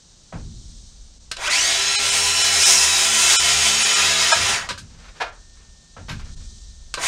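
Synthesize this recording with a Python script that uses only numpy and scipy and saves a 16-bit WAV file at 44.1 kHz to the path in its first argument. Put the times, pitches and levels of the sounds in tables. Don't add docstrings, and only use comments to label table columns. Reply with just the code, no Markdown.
import sys
import numpy as np
from scipy import signal
from scipy.fft import rfft, irfft, next_fast_len
from scipy.io import wavfile
from scipy.ndimage import uniform_filter1d

SR = 44100
rng = np.random.default_rng(int(sys.argv[2]) if len(sys.argv) > 2 else 0)


def wrap_up_sound(samples):
    columns = np.atleast_2d(samples).T
    tamed = np.clip(columns, -1, 1)
    steps = np.round(tamed * 32767).astype(np.int16)
    wavfile.write(sys.argv[1], SR, steps)


N = 311787
T = np.arange(N) / SR
HZ = np.maximum(np.arange(N // 2 + 1) * SR / N, 1)


def from_db(db):
    return 10 ** (np.asarray(db) / 20)


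def rms_one(x):
    return x / np.sqrt(np.mean(x ** 2) + 1e-20)


def in_time(rows):
    s, *columns = np.transpose(rows)
    return [np.interp(T, s, c) for c in columns]


def during(start, end, fade=0.042):
    return np.clip((T - start) / fade + 1, 0, 1) * np.clip((end - T) / fade + 1, 0, 1)


def swell(centre, half_length):
    return np.exp(-np.minimum(((T - centre) / half_length) ** 2, 20))


def burst(start, t60, rise=0.00033):
    age = np.maximum(T - start, 0)
    return (1 - np.exp(-age / rise)) * np.exp(-np.minimum(np.log(1000) * age / t60, 20))


def drift(rate):
    knots = rng.standard_normal(4096)
    return rms_one(np.interp(T * rate, np.arange(len(knots)), knots))


def colour(points):
    hz, db = np.transpose(points)
    outside = np.maximum(np.log2(hz[0] / HZ), 0) + np.maximum(np.log2(HZ / hz[-1]), 0)
    return from_db(np.interp(np.log(HZ), np.log(hz), db) - 30 * outside)


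def tilted(db_per_octave):
    return from_db(db_per_octave * np.log2(HZ / 1000))


def below(hz):
    return 1 / (1 + (HZ / hz) ** 8)


def shaped(x, gain):
    size = next_fast_len(N + 4096)
    gain_here = np.interp(np.arange(size // 2 + 1) * SR / size, HZ, gain)
    return irfft(rfft(x, size) * gain_here, size)[:N]


def noise(gain):
    return rms_one(shaped(rng.standard_normal(N), gain))


def ring(x, hz, t60):
    r, w = from_db(-60 / (t60 * SR)), 2 * np.pi * hz / SR
    return signal.lfilter([0, np.sin(w)], [1, -2 * r * np.cos(w), r * r], x + 1e-18)


def resonance(hz, width):
    return 1 / (1 + (2 * (HZ - hz) / width) ** 2)


# middle in seconds, length in seconds, dip in dB.
BRIEF_DIPS = [(1.194, .008, -7), (1.492, .008, -10), (1.974, .018, -30), (2.11, .007, -8), (2.433, .01, -9),
              (2.645, .007, -9), (3.381, .02, -28), (3.841, .008, -10), (3.947, .007, -7),
              (4.331, .016, -11), (5.313, .008, -10), (6.23, .012, -7), (6.357, .006, -10)]


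def dips(fade=0.0087):
    return from_db(sum(db * during(s - length / 2, s + length / 2, fade) for s, length, db in BRIEF_DIPS))


# switched on in seconds, brake applied in seconds.
MOTOR_RUNS = [(1.364, 4.497), (6.972, 7.5)]
RUN_UP_PER_S, RUN_UP_KNEE = 3.72, 3.6
BRAKE_S, BRAKE_CURVE = 0.24, 1.8


def throttle():
    share = 0
    for on, off in MOTOR_RUNS:
        gained = np.maximum(T - on, 0) * RUN_UP_PER_S
        run_up = gained / (1 + gained ** RUN_UP_KNEE) ** (1 / RUN_UP_KNEE)
        share = share + run_up * np.clip(1 - (T - off) / BRAKE_S, 0, 1) ** BRAKE_CURVE
    return np.maximum(share, .001)


# frequency in Hz, gain in dB.
INSECT_COLOUR = [(1470, -44), (2500, -37), (3060, -10.5), (4010, -3), (5010, -5), (5980, -1), (8700, -10),
                 (9470, -20), (10100, -43), (10500, -64.5), (10800, -43), (12000, -32), (15600, -62.5),
                 (22000, -120)]
# peak in seconds, rise in dB.
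INSECT_SWELLS = [(.67, 4.5), (6.46, 5.5)]
INSECT_DB, SWELL_S = -54, 0.31
# frequency in Hz, gain in dB.
AIR_COLOUR = [(88, -21), (150, -6), (248, -16.5), (675, -21), (923, -23.5), (1770, -25.5), (1910, -27.5),
              (3000, -25), (3900, -53.5), (6600, -120)]
AIR_DB = -60.5
RING_HZ, RING_FROM_S, RING_DB, RING_T60_S = 1810, 5, -64, 16


def outdoors():
    chorus_db = INSECT_DB + sum(db * swell(s, SWELL_S) for s, db in INSECT_SWELLS)
    insects = from_db(chorus_db + .5 * drift(54)) * noise(colour(INSECT_COLOUR))
    air = from_db(AIR_DB) * noise(colour(AIR_COLOUR))
    tone = np.sqrt(2) * np.sin(2 * np.pi * RING_HZ * T)
    return insects + air + from_db(RING_DB) * burst(RING_FROM_S, RING_T60_S) * tone


def shed(x, wet_db=-10.5, t60=0.18):
    age = T[:SR // 2]
    tail = signal.lfilter([1], [1, -.5], rng.standard_normal(len(age)))
    tail = tail * np.exp(-np.log(1000) * age / t60) * (age > .006)
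    return x + from_db(wet_db) * signal.fftconvolve(x, tail / np.linalg.norm(tail))[:N]


# start in seconds, relative sway in dB, relative drumming in dB.
FRAME_JOLTS = [(0.333, -35, -33), (4.349, -46, -34), (4.691, -44, -39.5), (4.881, -41, -51),
               (5.97, -37.5, -39.5), (6.091, -32.5, -34), (6.97, -48, -46.5)]
# frequency in Hz, gain in dB.
SHUDDER_COLOUR = [(12, -27.5), (20, 1.5), (40, 1.5), (76, -5.5), (107, -7), (134, -15.5), (162, -7.5),
                  (193, -18), (228, -12.5), (258, -24), (400, -29.5), (520, -50.5), (880, -120)]
SWAY_RISE_S, SWAY_T60_S, DRUM_RISE_S, DRUM_T60_S = 0.077, 4.2, 0.0016, 1.54
SWAY_REST_DB, DRUM_REST_DB, DRUM_SAWING_DB = -54.5, -60, -53


def shudder():
    sway, drum = from_db(SWAY_REST_DB) ** 2, from_db(DRUM_REST_DB) ** 2
    for s, sway_db, drum_db in FRAME_JOLTS:
        sway = sway + (from_db(sway_db) * burst(s, SWAY_T60_S, rise=SWAY_RISE_S)) ** 2
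        drum = drum + (from_db(drum_db) * burst(s, DRUM_T60_S, rise=DRUM_RISE_S)) ** 2
    drum = drum + (from_db(DRUM_SAWING_DB) * throttle()) ** 2
    tone = colour(SHUDDER_COLOUR)
    swaying = np.sqrt(sway) * noise(tone * below(86))
    return swaying + 0.87 * np.sqrt(drum) * noise(tone * (1 - below(64.5)))


# frequency in Hz, relative level in dB, decay t60 in seconds.
FRAME_MODES = [(85.5, -1, 0.82), (116.3, 0.5, 0.738), (154.4, -4, 0.26), (199, -5, .4), (244.7, -5.5, 0.3),
               (291, -3.5, .3)]


def frame_boom(level_db=-4.0, lag=0.0183):
    at = [round((s + lag) * SR) for s, _, _ in FRAME_JOLTS]
    jolt_db = np.array(FRAME_JOLTS)[:, 2]
    out = np.zeros(N)
    for hz, db, t60 in FRAME_MODES:
        clicks = np.zeros(N)
        struck_db = jolt_db + db + level_db + rng.normal(0, 1.6, len(at))
        clicks[at] = from_db(struck_db) * rng.choice([-1, 1], len(at))
        out += ring(clicks, hz, t60)
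    return shaped(out, below(450))


# start in seconds, relative level in dB, decay t60 in seconds,
# brightness in dB per octave, ring of the board in dB.
WOOD_KNOCKS = [(0.324, -39, 0.28, -5.5, 0.5), (5.201, -31, 0.077, 0.5, 9), (5.207, -25.5, 0.15, -1, 8.5),
               (5.214, -23.5, 0.11, -0.5, 6), (5.262, -39.5, 0.31, -3, 8), (5.965, -42.5, 0.22, -3.5, 6),
               (6.083, -36, 0.21, 1, -10), (6.092, -33, 0.19, 3.5, 5), (6.117, -41, 0.074, 8.5, 6.5),
               (6.193, -45, 0.2, 2.5, -2)]
# frequency in Hz, gain in dB.
WOOD_COLOUR = [(88, -60.5), (150, -31), (382, -11), (459, -2.5), (627, -6.5), (700, -6), (1010, -7),
               (1210, -6.5), (1330, -4.5), (1720, -7.5), (1880, -10), (2430, -8.5), (2870, -12),
               (4980, -16), (12000, -43), (15600, -74), (22000, -120)]
# frequency in Hz, relative level in dB, decay t60 in seconds.
BOARD_MODES = [(700, -5.5, 0.19), (940, -1.5, 0.11), (1036, -4, 0.17), (1140, -8, 0.11), (1380, -7.5, 0.22),
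               (1560, -3, 0.18), (1687, -1, 0.13), (2180, -8, 0.26), (2500, -7, 0.11), (3321, -19, .08)]


def knocks(modes_db=-12.0, crack_db=3.0, thud_db=-5.0, woody_db=1.0, width_hz=90):
    lift = sum(resonance(hz, width_hz) for hz, _, _ in BOARD_MODES)
    tone = colour(WOOD_COLOUR) * from_db(thud_db * below(520) + woody_db * lift)
    out = np.zeros(N)
    for s, db, t60, tilt_db, _ in WOOD_KNOCKS:
        out += from_db(db + crack_db) * burst(s, t60, rise=0.0011) * noise(tone * tilted(tilt_db))
    s, strength_db, _, tilt_db, ring_db = np.transpose(WOOD_KNOCKS)
    at = np.round(s * SR).astype(int)
    for hz, db, t60 in BOARD_MODES:
        clicks = np.zeros(N)
        struck_db = strength_db + ring_db + tilt_db * np.log2(hz / 1300) + rng.normal(0, 1.5, len(s))
        clicks[at] = from_db(struck_db + db + modes_db) * rng.choice([-1, 1], len(s))
        out += ring(clicks, hz, t60)
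    return out


# middle in seconds, half length in seconds, relative level in dB.
SHOE_SCRAPES = [(4.94, 0.17, -59), (5.018, 0.022, -53), (5.055, 0.016, -46), (5.095, 0.014, -44.5),
                (5.178, 0.035, -49), (5.612, 0.068, -60), (6.28, 0.036, -52), (6.418, 0.053, -58.5)]


def slide(tilt_db=1.0):
    strokes = sum(from_db(db) * swell(s, half_length) for s, half_length, db in SHOE_SCRAPES)
    return strokes * from_db(2 * drift(82)) * noise(colour(WOOD_COLOUR) * tilted(tilt_db))


OFFCUT_S = 4.324
# frequency in Hz, relative level in dB.
OFFCUT_TONES = [(630, -25.5), (700, -25), (930, -20.5), (1276, -20), (1653, -18.5), (2476, -24),
                (3101, -32), (3596, -28.5), (4307, -29), (5157, -28)]


def offcut(level_db=5.0, length=0.0081):
    drop_s = OFFCUT_S + length
    held = during(OFFCUT_S, drop_s, fade=0.008) + .2 * burst(drop_s, 0.06)
    tones = sum(from_db(level_db + db) * np.sin(2 * np.pi * hz * T + 0.5 * drift(220))
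                for hz, db in OFFCUT_TONES)
    return held * tones


# frequency in Hz, width in Hz, relative lift in dB.
SAW_RESONANCES = [(661, 72, 8), (803, 31, 7.1), (996, 47.6, 8.2), (1354, 17, 3.9), (1673, 50, 4.5),
                  (1890, 150, 6), (2163, 91, 6.3), (2410, 180, 5.8), (2580, 130, 5.9), (2680, 85, 6.1),
                  (3180, 23, 0.88), (3040, 23, 4), (3430, 45, 5.5), (3840, 50, 3.4), (3950, 39, 8.3),
                  (4110, 36, 2.6), (4510, 80, 4.5), (5000, 20, 1.5), (5010, 81, 3.45), (5220, 93, 3.5),
                  (5570, 63, 3.5), (6350, 30, 3.2), (5940, 20, 5), (6800, 160, 4.4), (8200, 62, 7.6),
                  (8430, 62, 3.4), (7250, 36, 5), (9420, 54, 9.3), (9980, 53, 3), (9240, 66, 4.7)]


def saw_resonances(depth=0.5):
    return from_db(depth * sum(db * resonance(hz, width) for hz, width, db in SAW_RESONANCES))


# start in seconds, relative level in dB, decay t60 in seconds,
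# rise in seconds, brightness in dB per octave.
SAW_CLACKS = [(1.3143, -24, 0.05, 0.00072, 0), (1.368, -33, 0.04, .0003, -1),
              (4.689, -27.5, 0.14, .0004, -1.5), (4.704, -25, 0.079, 0.0028, -4.5),
              (4.777, -32, 0.1, 0.011, 3), (6.94, -24.5, 0.058, 0.0002, 0.5),
              (6.974, -26.5, 0.091, 0.0045, -7.5), (7.018, -30, 0.09, 0.006, 2.5),
              (7.036, -25.5, 0.041, 0.00036, -2.5)]
# frequency in Hz, gain in dB.
CLACK_COLOUR = [(180, -45), (300, -23.5), (519, -8), (678, -12.5), (814, -35), (961, -3), (1250, -1),
                (1930, -6), (4160, -1), (9240, -10), (10600, -28.5), (12100, -24.5), (16000, -58)]
# frequency in Hz, relative level in dB, decay t60 in seconds.
HOUSING_MODES = [(1300, -7, .06), (1550, 1, .07), (1640, -3, .06), (4150, -4, .05), (4750, -8, .07)]


def clacks(snap_db=5.0, modes_db=-5.5):
    tone = colour(CLACK_COLOUR) * saw_resonances(depth=0.55)
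    out = np.zeros(N)
    for s, db, t60, rise, tilt_db in SAW_CLACKS:
        out += from_db(db + snap_db) * burst(s, t60, rise) * noise(tone * tilted(tilt_db))
    at = [round(row[0] * SR) for row in SAW_CLACKS]
    strength_db = np.array(SAW_CLACKS)[:, 1]
    for hz, db, t60 in HOUSING_MODES:
        clicks = np.zeros(N)
        clicks[at] = from_db(strength_db + db + modes_db + rng.normal(0, 1.9, len(at)))
        out += ring(clicks, hz, t60)
    return out


PING_HZ, PING_DB, PING_T60_S = 3960, -33, .14


def ping():
    blows = sum(burst(on, PING_T60_S, rise=0.0012) for on, _ in MOTOR_RUNS)
    return from_db(PING_DB) * np.sin(2 * np.pi * PING_HZ * T) * blows


# frequency in Hz, level in dB.
BRIEF_TONES = [(597, -30), (1217, -37), (1523, -24.5)]
BRIEF_TONES_S, BRIEF_TONES_HALF_S = 1.489, 0.015


def brief_tones():
    tones = sum(from_db(db) * np.sin(2 * np.pi * hz * T) for hz, db in BRIEF_TONES)
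    return swell(BRIEF_TONES_S, BRIEF_TONES_HALF_S) * tones


# time in seconds, relative level in dB.
FAN_CURVE = [(1.62, -38), (1.75, -25), (1.82, -29), (1.9, -25), (2.04, -31), (2.25, -31), (2.45, -25),
             (2.58, -25), (2.66, -36), (2.84, -36), (2.92, -21.5), (3.0, -27), (3.08, -38), (3.9, -37),
             (4.06, -27), (4.22, -24), (4.3, -33), (4.37, -29), (4.43, -40)]
FAN_BLADES = 10


def fan(motor, share):
    level = from_db(in_time(FAN_CURVE)[0] + 1.8 * drift(30) - .7) * share ** 2
    return level * np.sin(2 * np.pi * FAN_BLADES * motor + .2 * drift(70))


# start in seconds, end in seconds,
# multiple of motor speed, relative level in dB, flutter from 0 to 1.
WHINE_FLARES = [(1.41, 1.43, 18, -33, .3), (1.445, 1.48, 18, -25, .3), (1.46, 1.495, 9, -27, .2),
                (1.52, 1.535, 18, -24, .3), (1.53, 1.59, 9, -23, .4), (1.58, 1.68, 18, -26, .7),
                (1.63, 1.72, 13, -28, .4), (1.82, 1.95, 13, -30, .2), (2.45, 2.95, 13, -28, .3),
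                (4.08, 4.45, 13, -33, .3), (3.55, 3.95, 18, -29, .9), (4.02, 4.36, 18, -30, 1),
                (1.92, 2.38, 20, -34, .1), (3.55, 3.8, 22, -32, .1), (1.64, 1.9, 1, -48, 0),
                (4.505, 4.555, 9, -28, .5), (4.57, 4.62, 13, -36, .6)]


def flares(motor, blade, strain):
    out = 0
    for start, end, k, db, flutter in WHINE_FLARES:
        beat = 1 + flutter * np.cos(2 * np.pi * blade + drift(25))
        jitter = (.3 + .6 * flutter) * drift(60) + .9 * strain * drift(300)
        gate = during(start, end, fade=min(.08, .25 * (end - start)))
        level = from_db(db - 1.5 + 2.6 * drift(60)) * gate
        out = out + level * beat * np.sin(2 * np.pi * k * motor + jitter)
    return out


# multiple of motor speed, level running free in dB, change at full bite in dB.
WHINE_PARTIALS = [(1, -46, -8), (2, -45, -3), (4, -47, 11), (6, -41, -2), (7, -45, 10), (8, -46, 9),
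                  (9, -45, 9), (13, -39, -3), (18, -48, 9), (20, -46, -2)]
# multiple of motor speed, relative level when driven in dB, change when braking in dB.
MESH_PARTIALS = [(6, -11, 0), (8, -9, 3), (9, 0, 2), (10, -12, 3), (13, -6, -6), (16, -13, -3),
                 (18, -4, -7), (20, -12, -3), (27, -15, -4)]
# frequency in Hz, gain in dB.
GEAR_CASE_COLOUR = [(400, -21), (850, -12), (1100, -15), (1400, -7), (1750, -16), (2050, -4), (2550, -4.5),
                    (3100, -11), (3700, -13), (4500, -5), (5350, -5), (6600, 1), (7600, -4), (10000, -23.5)]
MESH_DB, MESH_PER_SPEED = -15.0, .65
FREE_SPEED = 410


def gears(motor, speed, bite, lash, braking):
    share, lift = speed / FREE_SPEED, saw_resonances(depth=0.44)
    mesh = 0
    for k, db, brake_db in MESH_PARTIALS:
        jitter = (.95 + .3 * braking) * drift(330)
        level = from_db(db + brake_db * braking + 2.5 * drift(90))
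        mesh = mesh + level * np.cos(2 * np.pi * k * motor + jitter)
    slap = shaped(from_db(MESH_DB) * share ** MESH_PER_SPEED * lash * mesh, colour(GEAR_CASE_COLOUR))
    whine = 0
    for k, db, bite_db in WHINE_PARTIALS:
        level = from_db(db + bite_db * bite + 3 * drift(16)) * np.interp(k * speed, HZ, lift)
        whine = whine + level * np.sin(2 * np.pi * k * motor + (.3 + .6 * bite) * drift(70))
    return shed(slap, wet_db=-5.5, t60=0.12) + whine * share ** 4


# multiple of blade speed, relative level on entering in dB, change when fully sunk in dB.
WOBBLE_PARTIALS = [(1, -4, -1.5), (2, -10.5, 2.5), (3, -12, 5), (4, -16, -5), (5, -10.5, -5.5),
                   (6, -11.5, 6.5)]
CUT_FROM_S, CUT_TO_S = 2.11, 4.2
SHAKE_DB = -44.0


def board_shake(blade, sunk):
    wobble = 0
    for k, db, sunk_db in WOBBLE_PARTIALS:
        level = from_db(db + sunk_db * sunk + 3 * drift(12))
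        wobble = wobble + level * np.sin(2 * np.pi * k * blade + 0.5 * drift(30))
    in_cut = during(CUT_FROM_S, CUT_TO_S, fade=0.17)
    return np.sqrt(2) * from_db(SHAKE_DB - 7.6 * (0.5 - in_cut)) * wobble


def wavering(hz):
    swelling = .6 + .5 * drift(24) + .5j * drift(24)
    return np.real(swelling * np.exp(2j * np.pi * hz * T + 1.2j * drift(30)))


# frequency in Hz, relative level in dB.
SINGING_TONES = [(1362, -37), (2622, -42), (2966, -44), (3036, -37), (3903, -40), (5109, -38), (5459, -39),
                 (5728, -37), (6169, -42), (6261, -42), (6605, -37), (7130, -42), (8183, -44), (8319, -43)]
# start in seconds, end in seconds, frequency in Hz, level in dB.
PLATE_RINGS = [(1.48, 1.66, 7630, -28), (1.85, 2.0, 7640, -34), (1.56, 2.0, 6570, -31),
               (2.2, 2.48, 2966, -24), (2.2, 2.5, 5450, -28), (2.25, 2.5, 5710, -30),
               (2.66, 2.74, 5735, -21), (2.65, 2.98, 5108, -25), (2.63, 2.72, 6300, -26),
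               (3.06, 3.92, 3048, -25), (3.08, 3.3, 6845, -26), (3.07, 3.2, 6170, -27),
               (3.08, 3.28, 8182, -30), (3.1, 3.45, 1365, -32), (3.1, 3.55, 3420, -31),
               (3.45, 3.7, 5125, -29), (3.55, 3.85, 6604, -29), (3.88, 3.98, 1380, -27),
               (3.95, 4.15, 1675, -30), (3.96, 4.08, 2712, -29), (3.95, 4.4, 1230, -35),
               (4.53, 4.56, 5700, -29)]
SQUEAL_S, SQUEAL_RISE_S, SQUEAL_T60_S, SQUEAL_DB = 2.58, 0.18, 0.78, -3.5


def blade_tones(sing_db=-3.5, squeal_hz=5750):
    singing = 0
    for hz, db in SINGING_TONES:
        wander = drift(26) + 1j * drift(26)
        singing = singing + from_db(db) * np.real(wander * np.exp(2j * np.pi * hz * T))
    plate = sum(from_db(db) * during(start, end, fade=0.102) * wavering(hz)
                for start, end, hz, db in PLATE_RINGS)
    squeal = noise(saw_resonances(depth=2.7) / (1 + ((HZ - squeal_hz) / 650) ** 2))
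    squeal *= burst(SQUEAL_S, SQUEAL_T60_S, rise=SQUEAL_RISE_S) * from_db(SQUEAL_DB + 2 * drift(70))
    return from_db(sing_db) * singing + plate + squeal


def each_turn(turns, count=200):
    pattern = irfft(np.r_[0, np.exp(2j * np.pi * rng.random(count))], 4096)
    return rms_one(np.interp(turns % 1, np.linspace(0, 1, len(pattern)), pattern))


RESONANCE_SHARE, RESONANCE_SWING, RESONANCE_PER_S = .8, .6, 11


def shifting_resonances(drive, count=6):
    out = drive
    for k in range(count):
        lift = from_db(sum(db * resonance(hz, width) for hz, width, db in SAW_RESONANCES[k::count]))
        amount = np.maximum(RESONANCE_SHARE + RESONANCE_SWING * drift(RESONANCE_PER_S), 0)
        out = out + amount * shaped(drive, lift - 1)
    return out


# frequency in Hz, gain in dB.
SAW_COLOUR = [(180, -66), (300, -12.5), (391, -14.5), (517, -12.5), (756, -7.5), (808, -7), (1050, -5),
              (1370, -1.5), (2830, -4), (3070, 0), (4280, -2), (6790, 4), (9140, -4), (10600, -17.5),
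              (15500, -33)]
TEETH = 24


def roar(blade, bite, levels_db, rattle_db=-4.5, wind_db=1.5, teeth_db=-2.5,
         chip_db=2.0, fizz_db=11.0, boom_db=2.5):
    tooth = blade * TEETH
    chip_size = from_db(chip_db * rng.standard_normal(N))[tooth.astype(int)]
    chips = chip_size * np.exp(-3 * (tooth % 1))
    teeth = rms_one(chips * (rng.standard_normal(N) + 0.67 * each_turn(blade)))
    rattle = from_db(rattle_db) * each_turn(blade)
    wind = from_db(wind_db) * rng.standard_normal(N)
    drive = rattle + wind + from_db(teeth_db) * bite * teeth
    drive = shifting_resonances(shed(drive, wet_db=-9.5, t60=0.074))
    tone = colour(SAW_COLOUR) * from_db(fizz_db * (1 - below(9300)) + boom_db * below(670))
    bands = [below(2010), below(5530) - below(1935), 1 - below(5130)]
    out = 0
    for band, db in zip(bands, levels_db):
        part = shaped(drive, tone * band)
        running_level = np.sqrt(np.abs(uniform_filter1d(part ** 2, size=2500)) + 1e-12)
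        out = out + from_db(db - 2.5) * part / running_level
    return out


# frequency in Hz, relative level in dB.
DIP_TONES_IN_CUT = [(1373, -8), (2428, -3), (3025, 0), (3435, -5), (3892, -6), (5163, 0), (5609, -2),
                    (6519, -4), (7138, 0), (7537, -6), (8005, -6), (8522, -11), (8877, -5)]
# multiple of motor speed, relative level in dB.
DIP_TONES_RUNNING_FREE = [(2.02, -10), (4.05, -12), (5, -8), (5.6, -6), (6.1, -3), (7.35, -2), (9.18, -4),
                          (10, 0), (11.45, -5), (12.95, -2), (14.95, -8), (16, -2), (17, -6), (18.7, -9),
                          (20, -9)]


def thinning(sound, motor, share):
    held = during(CUT_FROM_S, MOTOR_RUNS[0][1])
    in_cut = sum(from_db(db + drift(40)) * np.sin(2 * np.pi * hz * T + .5 * drift(70))
                 for hz, db in DIP_TONES_IN_CUT)
    running_free = sum(from_db(db + drift(40.5)) * np.sin(2 * np.pi * k * motor + .5 * drift(61))
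                       for k, db in DIP_TONES_RUNNING_FREE)
    tones = held * rms_one(in_cut) + (1 - held) * share * rms_one(running_free)
    kept = dips()
    level = np.sqrt(np.abs(uniform_filter1d(sound ** 2, size=2000)))
    return kept * sound + np.sqrt(np.maximum(1 - kept ** 2, 0)) * level * tones


# time in seconds, motor speed in turns per second at full throttle.
LOADED_SPEED = [(2.0, 414), (2.25, 412), (2.45, 406.5), (2.6, 402), (2.75, 399), (2.9, 390), (3.02, 382),
                (3.2, 377), (3.45, 363), (3.6, 362), (3.8, 366), (4.05, 378), (4.2, 387), (4.33, 392),
                (4.49, 400)]
# time in seconds, share from 0 to 1.
BITE_CURVE = [(2.0, 0), (2.2, 0.43), (2.43, 0.36), (2.58, 0.48), (2.7, 0.92), (2.87, 0.71), (3.08, 0.78),
              (3.22, 1), (3.4, 0.86), (3.68, 0.96), (3.85, 0.76), (4.27, 0.67), (4.37, 0.4)]
# running free in dB,
# dB per doubling of speed, speeding up in dB, braking in dB, full bite in dB, blade fully sunk in dB,
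# full bite when fully sunk in dB.
EFFORT_LOUDNESS = [(-30, 4, 8, 2.5, 6, 4.5, -7), (-20.5, 6, 6.5, 0.5, 1.5, -4.5, 9.5),
                   (-28, 8.5, 13, 3.5, 18.5, -2, -10)]
BLADE_PER_MOTOR = .195
UNSTEADY_DB, UNSTEADY_PER_S = 1.07, 18
BRAKE_LASH = .3


def saw(full_torque=1200):
    share = throttle()
    speed = share * in_time(LOADED_SPEED)[0]
    bite = np.clip(in_time(BITE_CURVE)[0], 0, 1)
    sunk = np.clip((T - CUT_FROM_S) / (CUT_TO_S - CUT_FROM_S), 0, 1) * (T < MOTOR_RUNS[1][0])
    motor = np.cumsum(speed * (1 + (0.00027 + 0.00081 * bite) * drift(60))) / SR
    blade = motor * BLADE_PER_MOTOR
    speed_change = uniform_filter1d(np.gradient(speed) * SR, size=1500)
    torque = np.clip(speed_change / full_torque, -1, 1)
    driving, braking = np.maximum(torque, 0), np.maximum(-torque, 0)
    lash = driving ** 1.5 + BRAKE_LASH * braking
    hand_db = UNSTEADY_DB * drift(UNSTEADY_PER_S)
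    levels_db = [
        free_db + speed_db * np.log2(speed / FREE_SPEED) + drive_db * driving + brake_db * braking
        + bite_db * bite + sunk * (sunk_db + deep_db * bite) + hand_db
        for free_db, speed_db, drive_db, brake_db, bite_db, sunk_db, deep_db in EFFORT_LOUDNESS]
    blade_sound = roar(blade, bite, levels_db) * (1 - 0.38 * lash)
    blade_sound = blade_sound + blade_tones() * share + board_shake(blade, sunk)
    out = thinning(blade_sound, motor, share)
    out = out + gears(motor, speed, bite, lash, braking) + fan(motor, share)
    out = out + flares(motor, blade, np.abs(torque)) + brief_tones()
    return out * np.minimum(share / 0.036, 1)


def scene():
    kept = dips()
    background = outdoors() * kept + shudder() * kept ** throttle() + frame_boom()
    handling = shed(knocks() + slide() + offcut() + clacks() + ping())
    mono = background + handling + saw()
    return np.array([mono, mono])


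CUTOFF_HZ = 15900


def record(dry):
    top = 2.0
    low_pass = signal.ellip(10, .1, 90, CUTOFF_HZ, fs=SR, output="sos")
    return signal.sosfilt(low_pass, top * np.tanh(dry / top))


dry = scene()
out = record(dry)
wrap_up_sound(out)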